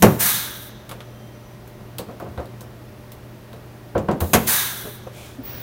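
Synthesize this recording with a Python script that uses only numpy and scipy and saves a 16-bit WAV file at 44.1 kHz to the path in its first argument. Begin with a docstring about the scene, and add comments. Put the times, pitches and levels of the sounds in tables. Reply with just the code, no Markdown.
"""Pneumatic riveting on a hollow panel

A pneumatic rivet gun sets two rivets in a big hollow plastic panel, in a workshop with ventilation and hum.
Breaking mandrels crack as noise bursts and ring the panel's modes; air sings in valve and ports as filtered noise.
The gun vents with a fading hiss after each snap; between the two, a new rivet clicks in and the nose knocks.
At the end soles thud, clothes rub and the air hose slides along the floor; a diffuse hall answers tool and steps.
"""
import sys
import numpy as np
from scipy import signal
from scipy.fft import rfft, irfft, next_fast_len
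from scipy.io import wavfile
from scipy.ndimage import map_coordinates

SR = 44100
rng = np.random.default_rng(int(sys.argv[2]) if len(sys.argv) > 2 else 0)


def transcribe(u):
    """Save the signal u as a 16-bit wav file named by the first command-line argument.

    u: samples, shape (n,) or (channels, n), limited to [-1, 1]; the rate is SR.
    q: integer samples, one column per channel.
    """
    v = np.clip(np.atleast_2d(u).T, -1, 1)
    q = np.round(v * 32767).astype(np.int16)
    wavfile.write(sys.argv[1], SR, q)


N = 247877
TIME = np.arange(N) / SR
AGE = TIME[:SR // 2]  # time after the start of one short event [s]

# Mandrel breaks: (time [s], crack level [dB], boom level [dB], contact cutoff [Hz], bass weight [dB],
# then the two wall modes that the spot favours: low mode [Hz], level [dB], middle mode [Hz], level [dB])
MANDREL_BREAKS = [(.0228, -8.5, -4, 1810, 2.5, 208, -0.5, 486.4, -1),
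                  (4.3335, -8.5, -11.5, 2900, 0.5, 226.1, -9.5, 715, -9)]
# Bumps of the gun on the panel: (time [s], level [dB], contact cutoff [Hz], bass weight [dB],
# rebound relative to the bump [dB])
NOSE_BUMPS = [(.916, -35, 1500, -23, -8), (1.988, -25.5, 890, -.5, -13), (2.084, -32.5, 1420, 2, -3),
              (2.198, -30, 1910, -7, 3), (2.26, -31.5, 1100, 1, -11), (2.375, -27.5, 1700, -6, 3.5),
              (2.61, -38.5, 1400, -4, -12), (3.531, -36.5, 1200, -12, -12), (3.951, -13.5, 1080, 0.5, -7.5),
              (4.0844, -14, 1210, 0.5, -3.5), (4.215, -20, 1090, 1, -12)]
# Venting after the trigger is let go: (time [s], jet level [dB], opening [s], hold [s], jet fall [dB/s],
# deep port level [dB], high port level [dB], high port build-up [s])
CYLINDER_VENTS = [(.182, -15.5, 0.025, .112, 103, -30, -29, .16),
                  (4.461, -16, 0.015, .085, 84, -28, -29, 0.084)]


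def amp(db):
    """Level to amplitude: 20 dB is a factor of ten."""
    return 10 ** (np.asarray(db) / 20)


def unit(x):
    """Normalization by the root mean square, to rms 1."""
    return x / np.sqrt(np.mean(x ** 2) + 1e-20)


def along(points, hz):
    """Logarithmic pitch scale: (frequency [Hz], value) points are interpolated on it."""
    point_hz, values = np.transpose(points)
    return np.interp(np.log(hz + 1), np.log(point_hz + 1), values)


def filtered(x, response):
    """Linear filtering: the spectrum of x is multiplied by a response of frequency."""
    m = next_fast_len(len(x) + SR // 4)
    spectrum = rfft(x, m) * response(np.fft.rfftfreq(m, 1 / SR))
    return irfft(spectrum, m)[:len(x)]


def noise(spectrum, size=N):
    """Coloured noise: white noise shaped by a spectral curve, rms 1."""
    return unit(filtered(rng.standard_normal(size), lambda hz: amp(along(spectrum, hz))))


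def blown(modes):
    """Resonance driven by turbulence: white noise through (centre [Hz], width [Hz], level [dB]) peaks, rms 1."""
    def cavity(hz):
        power = sum(amp(db) ** 2 / (1 + ((hz - centre) / (width / 2)) ** 2) ** 1.5
                    for centre, width, db in modes)
        return np.sqrt(power)
    return unit(filtered(rng.standard_normal(N), cavity))


def wobble(rate):
    """Random modulation, slow or fast: a smooth curve through rate random knots a second."""
    knots = rng.standard_normal(int(N * rate / SR) + 4)
    return map_coordinates(knots, [TIME * rate])


def dying(x, decay):
    """Frequency-dependent damping: each band of x fades by its (frequency [Hz], t60 [s])."""
    hz, t, z = signal.stft(x, SR, nperseg=256)
    faded = z * amp(-60 * t / along(decay, hz)[:, None])
    return signal.istft(faded, SR, nperseg=256)[1][:len(x)]


def struck(t60, rise):
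    """Exponential decay of an excited mode, after a short build-up."""
    return np.exp(-np.log(1000) * AGE / t60) * (1 - np.exp(-AGE / rise))


def swell(start, rise, hold, release, db):
    """Trapezoidal envelope: the amplitude rises straight, holds and falls straight."""
    rising = (TIME - start) / rise
    falling = 1 - (TIME - start - rise - hold) / release
    return amp(db) * np.clip(np.minimum(rising, falling), 0, 1)


def since(s):
    """Elapsed time after s seconds, zero before."""
    return np.maximum(TIME - s, 0)


def surge(s, rise, t60):
    """Transient flow: it builds from s seconds on and decays exponentially."""
    return (1 - np.exp(-since(s) / rise)) * np.exp(-np.log(1000) * since(s) / t60)


def add(track, s, sound):
    """Superposition: a sound is mixed into the track at s seconds."""
    start = max(round(s * SR), 0)
    track[start:start + len(sound)] += sound[:max(N - start, 0)]


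def swing(hz, t60, rise=.005):
    """Damped oscillation: one mode of the wall swells and fades."""
    return (1 - np.exp(-AGE / rise)) * struck(t60, rise) * np.sin(2 * np.pi * hz * AGE)


def panel(contact_hz, weight_db, ring_db=-7, tank_db=-1.5):
    """Modal response to a blow: wall modes ring at once, the hollow builds up, soft contact loses the highs."""
    # Wall modes: (frequency [Hz], nominal level [dB], t60 [s])
    wall_modes = [(105.5, -3.5, 0.28), (174.5, 1, 0.11), (213, -9, 0.53), (339, -6, 0.26), (378, -5, 0.34),
                  (445, -6.5, 0.15), (487, -1, .18), (538.6, -6, 0.3), (582, -6, 0.23), (668, -5, 0.14),
                  (726, -3.5, 0.16), (887, -8, 0.16), (974, -5.5, 0.13), (1099, -4, 0.14),
                  (1261, -11, 0.13), (1382, -4.5, 0.086), (1553, -1, 0.06)]
    # Dense response of the hollow: (frequency [Hz], relative level per Hz [dB])
    hollow_colour = [(40, -30), (80, -2.5), (200, -1), (270, -5), (370, -2), (520, -2), (800, -5.5),
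                     (1400, -10.5), (2000, -15), (4000, -14.5), (8000, -25), (16000, -33)]
    # Decay of the hollow: (frequency [Hz], t60 [s])
    hollow_decay = [(80, 0.47), (250, 0.54), (400, 0.28), (700, 0.24), (2000, 0.23), (10000, 0.16)]
    ring = np.zeros(len(AGE))
    for k, (hz, db, t60) in enumerate(wall_modes):
        level = amp(db + rng.normal(0, 1))  # no two blows excite a mode alike
        ring += (-1) ** k * level * struck(t60, 0.00052) * np.sin(2 * np.pi * hz * AGE)
    tank = dying(noise(hollow_colour, size=len(AGE)), hollow_decay) * (1 - np.exp(-AGE / 0.0045))
    body = amp(ring_db) * ring + amp(tank_db) * tank
    bass = signal.sosfilt(signal.butter(1, 240, fs=SR, output='sos'), body)
    weighted = body + (amp(weight_db) - 1) * bass
    contact = signal.butter(2, min(contact_hz, SR / 3), fs=SR, output='sos')
    return signal.sosfilt(contact, weighted)


def workshop(air_db=-43, drift=0.32):
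    """Stationary background: broadband ventilation noise and machine hum of unsteady level and phase [rad]."""
    # Ventilation: (frequency [Hz], relative level per Hz [dB])
    ventilation = [(15, -42), (25, -9.5), (91, -6.5), (122, -6.5), (148, -10), (221, -8), (246, -14),
                   (289, -12), (331, -11.5), (598, -16), (648, -16.5), (4620, -34.5), (6050, -36.5),
                   (7500, -41), (15500, -36.5)]
    # Hum tones: (frequency [Hz], mean level [dB rms])
    hum_tones = [(120, -43.5), (215, -55), (297, -60.5), (371, -56), (597, -56), (1895, -68)]
    hum = np.zeros(N)
    for hz, db in hum_tones:
        level = amp(db + wobble(3.95))
        hum += level * np.sqrt(2) * np.sin(2 * np.pi * hz * TIME + drift * wobble(4.84))
    return hum + amp(air_db) * noise(ventilation)


def valve(opening=.003, closing=.015):
    """Flow noise in a constriction: supply air sings in the trigger valve until the gun vents."""
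    # Valve resonances over a broad hiss: (centre [Hz], width [Hz], relative level [dB])
    valve_modes = [(3850, 670, -5.5), (6480, 130, 0), (7160, 110, -1), (8350, 300, -8), (10850, 200, 0),
                   (12950, 200, 2), (13750, 450, 7.5), (14450, 150, 5), (15400, 800, 3), (13000, 9500, -2)]
    lead_s = .131  # the trigger is pulled this long before each snap
    fill_db, sag_db_per_s = -37, 21
    spurt_db, spurt_t60 = -22, 0.064  # first rush into the empty cylinder
    free_db, free_rise_s, free_t60 = -29.5, .04, 0.51  # more air once the mandrel lets the piston go
    flow = np.zeros(N)
    for (snap, *_), (release, *_) in zip(MANDREL_BREAKS, CYLINDER_VENTS):
        pull = snap - lead_s
        steady = amp(fill_db - sag_db_per_s * since(pull))
        spurt = amp(spurt_db) * surge(pull, opening, spurt_t60)
        free_run = amp(free_db) * surge(snap, free_rise_s, free_t60)
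        flow += swell(pull, opening, release - pull, closing, 0) * (steady + spurt + free_run)
    return flow * blown(valve_modes)


def low_booms(t60=0.23):
    """Low modes of the panel: ringing from an earlier contact, booms set off by the snaps, thumps of pushes."""
    # Booms: (time [s], level [dB], pitch [Hz])
    booms = [(0, -20, 175), (.026, -7, 116), (2.281, -26.5, 84.6), (2.37, -22.5, 73), (4.211, -10.5, 83),
             (4.336, -15, 78.4)]
    out = np.zeros(N)
    for s, db, hz in booms:
        add(out, s, amp(db) * swing(hz, t60))
    return out


def snaps(recoil=0.002986, rebound=.006, rebound_db=-7, low_hz=100, rattle_db=2,
          low_t60=.23, middle_t60=0.11, middle_lag=.008):
    """Sudden fracture: the mandrel cracks and rattles back; the recoil drives the panel's favoured modes."""
    # Breaking steel: (frequency [Hz], relative level per Hz [dB])
    steel_colour = [(300, 10), (1200, 3), (3000, 0.5), (5000, -2.5), (6700, 2), (8200, -3), (11000, 1.5),
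                    (13000, 2), (16000, -8)]
    # Decay of the steel: (frequency [Hz], t60 [s])
    steel_decay = [(1000, 0.24), (5000, 0.11), (15000, 0.11)]
    steel, boom = np.zeros((2, N))
    for (s, crack_db, boom_db, contact_hz, weight_db,
         bass_hz, bass_db, middle_hz, middle_db) in MANDREL_BREAKS:
        for delay, db in [(0, crack_db), (rebound, crack_db + rebound_db)]:
            burst = dying(noise(steel_colour, size=len(AGE)), steel_decay)
            add(steel, s + delay, amp(db) * burst * (1 - np.exp(-AGE / 0.0002)))
        slam = amp(boom_db) * panel(contact_hz, weight_db)
        add(boom, s + recoil, slam + amp(bass_db) * swing(bass_hz, low_t60))
        add(boom, s + middle_lag, amp(middle_db) * swing(middle_hz, middle_t60))
    low_cut = signal.butter(4, low_hz, 'high', fs=SR, output='sos')
    return steel * amp(rattle_db * wobble(800)) + signal.sosfilt(low_cut, boom)


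def exhaust(flutter_db=0.92, sink_per_s=.2, sink_s=.25):
    """Jet noise and cavity resonance: the jet fades faster than the port tones, whose pitch sinks."""
    # Bright jet: (frequency [Hz], relative level per Hz [dB])
    jet_colour = [(300, -17), (900, -8), (2000, -6), (2700, -9), (4000, -7), (5200, -8.5), (6400, -5),
                  (7500, -7.5), (8700, -2.5), (10300, -2), (11500, -3), (13500, 1), (16000, -2.5)]
    # Exhaust cavity, deep port modes: (centre [Hz], width [Hz], relative level [dB])
    deep_modes = [(1010, 260, -3.5), (1560, 490, 2), (2170, 210, -4.5)]
    # High port modes: (centre [Hz], width [Hz], relative level [dB])
    high_modes = [(3730, 770, -3), (6160, 1200, -10.5)]
    deep_fall_db_per_s, deep_build_s = 58, 0.026
    high_fall_db_per_s, high_lag_s = 62, 0.052  # the high tone holds longer than the jet
    # The returning piston squeezes out a thin hiss until it seats
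    return_s, return_db, return_fall_db_per_s, return_low_hz, seat_s = 0.494, -29, 25.5, 8240, .04
    out = np.zeros(N)
    jet, deep, high = noise(jet_colour), blown(deep_modes), blown(high_modes)
    thin = unit(filtered(noise(jet_colour), lambda hz: hz ** 4 / (hz ** 4 + return_low_hz ** 4)))
    for s, jet_db, opening, hold, fall_db, deep_db, high_db, build in CYLINDER_VENTS:
        age, draining = since(s), since(s + hold)
        opened = np.minimum(age / opening, 1) ** 2
        # Reading the tones ever more slowly for sink_s seconds lowers their pitch
        place = np.cumsum(1 + sink_per_s * (sink_s / 2 - np.minimum(draining, sink_s)))
        deep_bent = np.interp(place % N, np.arange(N), deep)
        high_bent = np.interp(place % N, np.arange(N), high)
        deep_gain = amp(deep_db - deep_fall_db_per_s * draining) * (1 - np.exp(-age / deep_build_s))
        high_gain = amp(high_db - high_fall_db_per_s * since(s + hold + high_lag_s))
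        ports = deep_gain * deep_bent + high_gain * np.minimum(age / build, 1) * high_bent
        piston_db = return_db - return_fall_db_per_s * age
        piston = swell(s, hold, return_s - hold, seat_s, piston_db) * thin
        out += opened * (amp(jet_db - fall_db * draining) * jet + ports + piston)
    return out * amp(flutter_db * wobble(60))


def whistles(waver_db=1):
    """Aeroacoustic tones: air squeezes through small gaps, a thin tone blurred by turbulence."""
    # Leaks: (start [s], end [s], fade [s], pitch [Hz], width [Hz], noise share of power [0-1], level [dB])
    leaks = [(1.07, 1.39, 0.13, 3150, 54, 0.1, -60.5), (0.89, 1.61, 0.15, 5930, 60, 0.6, -65),
             (5.43, 5.7, 0.016, 15380, 220, 1, -36), (5.45, 5.62, .04, 5730, 120, 1, -57)]
    out = np.zeros(N)
    for start, end, fade, hz, width, noisy, db in leaks:
        gate = np.clip(np.minimum(TIME - start, end - TIME) / fade, 0, 1)
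        band = unit(filtered(rng.standard_normal(N), lambda f: np.exp(-((f - hz) / width) ** 2)))
        share = np.clip(noisy, 0, 1)
        tone = np.sqrt(2) * np.sin(2 * np.pi * hz * TIME)
        out += gate * amp(db) * (np.sqrt(share) * band + np.sqrt(1 - share) * tone)
    return out * amp(waver_db * wobble(10))


def clicks(t60=0.13, spike_t60=0.0086, spike_db=7.5, ring_db=-2, peak_db=6, spread=0.18):
    """Impact of stiff bodies: a sharp spike, then a short ring of the steel part, damped by the hand."""
    # Contacts of rivet and gun: (time [s], level [dB], treble tilt [dB per octave], ringing [Hz])
    contacts = [(.8923, -34.5, 0, 11000), (.913, -31.5, -2, 11000), (1.0048, -35.5, -3, 3330),
                (1.6763, -47, 2, 13000), (1.984, -27, 3, 4100), (2.1996, -44.5, 2, 13300),
                (2.376, -39, -4.5, 3800), (2.456, -48, 2, 4100), (2.6077, -38, 4.5, 5770),
                (3.119, -39, 2.5, 14500), (3.5301, -44.5, -.5, 3800), (4.0862, -26.5, -6.5, 2500),
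                (4.206, -27.5, -3, 10800)]
    # Click before its tilt and ringing peak: (frequency [Hz], relative level per Hz [dB])
    tick_colour = [(400, 1), (1200, 7.5), (1900, 2), (3400, 2), (6000, -5), (7500, -5), (12000, -5.5),
                   (16000, -5)]
    out = np.zeros(N)
    shape = amp(spike_db) * struck(spike_t60, .0003) + amp(ring_db) * struck(t60, 0.0014)
    # The loose jaws click 28 ms after each bump, 20 dB below its level
    rattles = [(s + .028, db - 20, -2.5, 7000) for s, db, *_ in NOSE_BUMPS]
    for s, db, tilt_db, ring_hz in list(contacts) + rattles:
        colour = [(hz, v + tilt_db * np.log2(hz / 4000)) for hz, v in tick_colour]
        part = lambda f: amp(peak_db * np.exp(-((f / ring_hz - 1) / spread) ** 2))
        ringing = unit(filtered(noise(colour, size=len(AGE)), part))
        add(out, s, amp(db) * ringing * shape)
    return out


def knocks():
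    """Impact excitation: as the nose hunts for the hole, each bump rings and swings the panel and rebounds."""
    swing_hz, swing_db, swing_t60 = 76.4, -4, 0.095  # each bump also swings the whole wall
    rebound_s, rebound_contact_hz, rebound_weight_db = .015, 810, -8  # the nose lands again
    out = np.zeros(N)
    for s, db, contact_hz, weight_db, rebound_db in NOSE_BUMPS:
        wall = amp(swing_db + weight_db) * swing(swing_hz, swing_t60)
        add(out, s, amp(db) * (panel(contact_hz, weight_db) + wall))
        add(out, s + rebound_s, amp(db + rebound_db) * panel(rebound_contact_hz, rebound_weight_db))
    return out


def steps():
    """Soft impact: rubber soles roll onto the concrete, a short hollow thud with some scuffing."""
    # Footfalls: (time [s], level [dB], pitch [Hz], time to peak [s], scuff relative to thud [dB])
    footfalls = [(4.837, -41, 421, 0.025, 8), (5.063, -37, 532, .01, 4), (5.381, -30, 264, 0.0135, -12)]
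    # Scuffing sole: (frequency [Hz], relative level per Hz [dB])
    sole_colour = [(120, -7), (350, 2), (600, -0.5), (850, -11), (1200, -9), (2200, -23), (8000, -39)]
    out = np.zeros(N)
    for s, db, hz, length, scuff_db in footfalls:
        roll = (AGE / length * np.exp(1 - AGE / length)) ** 2
        thud = np.sqrt(2) * np.sin(2 * np.pi * hz * AGE)
        scuff = amp(scuff_db) * noise(sole_colour, size=len(AGE))
        add(out, s, amp(db) * roll * (thud + scuff))
    return out


def getting_up(grain_db=0.5):
    """Friction noise: clothes rub and the hose slides on concrete, with a fine random grain."""
    # Rubbing clothes: (time [s], level [dB], rise [s], hold [s], release [s])
    rubs = [(5.10, -43.5, .08, 0.076, 0.15)]
    # Cloth: (frequency [Hz], relative level per Hz [dB])
    fabric_colour = [(700, 7.5), (1800, -3), (2400, 10), (2750, 0), (3200, 7), (4800, -3), (6400, 0),
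                     (9000, -2.5), (16000, -5.5)]
    # Sliding hose: (time [s], level [dB], rise [s], hold [s], release [s])
    slides = [(5.40, -40, 0.087, .11, .2)]
    # Hose on concrete: (frequency [Hz], relative level per Hz [dB])
    scrape_colour = [(150, 11), (350, 3), (700, -1.5), (1700, -2), (3000, -5), (5700, -8.5), (7500, -23),
                     (16000, -30)]
    strokes = lambda rows: sum(swell(s, rise, hold, release, db) for s, db, rise, hold, release in rows)
    clothes = strokes(rubs) * noise(fabric_colour)
    hose = strokes(slides) * noise(scrape_colour)
    return amp(grain_db * wobble(120)) * (clothes + hose)


def near_walls(x, echo=0.1, count=6):
    """Early reflections: panel, floor and worker return weak copies 1 to 14 ms late that comb the sound."""
    copies = sum(np.pad(x, (int(s * SR), 0))[:N] for s in rng.uniform(.001, .014, count))
    return (x + echo * copies) / np.sqrt(1 + count * echo ** 2)


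def hall(x):
    """Diffuse reverberation: convolution with decaying noise of unit energy."""
    # Reverberation: (frequency [Hz], t60 [s])
    hall_decay = [(100, 1), (500, 0.63), (3500, 0.93), (8000, 0.43), (15000, 0.24)]
    tail = dying(rng.standard_normal(SR), hall_decay) * (1 - np.exp(-TIME[:SR] / 0.015))
    return signal.fftconvolve(x, tail / np.linalg.norm(tail))[:N]


def scene(hits_wet_db=-19, air_wet_db=-14):
    """Direct and reverberant field: tool and panel close by, the hall behind them."""
    hits = low_booms() + snaps() + clicks() + knocks() + steps()
    hiss = near_walls(valve() + exhaust())
    wet = hall(amp(hits_wet_db) * hits + amp(air_wet_db) * hiss)
    return (hits + hiss + wet + workshop() + whistles() + getting_up())[None]


def record(dry, low_cut_hz=32, top_hz=15850):
    """Overload and band limiting: peaks clip at full scale, then deep rumble and the top are cut."""
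    clipped = np.clip(dry[0], -1, 1)

    def band(hz):
        low_cut = hz ** 2 / np.sqrt(hz ** 4 + low_cut_hz ** 4)
        return low_cut / (1 + (hz / top_hz) ** 300)
    return filtered(clipped, band)[None]


dry = scene()
out = record(dry)
transcribe(out)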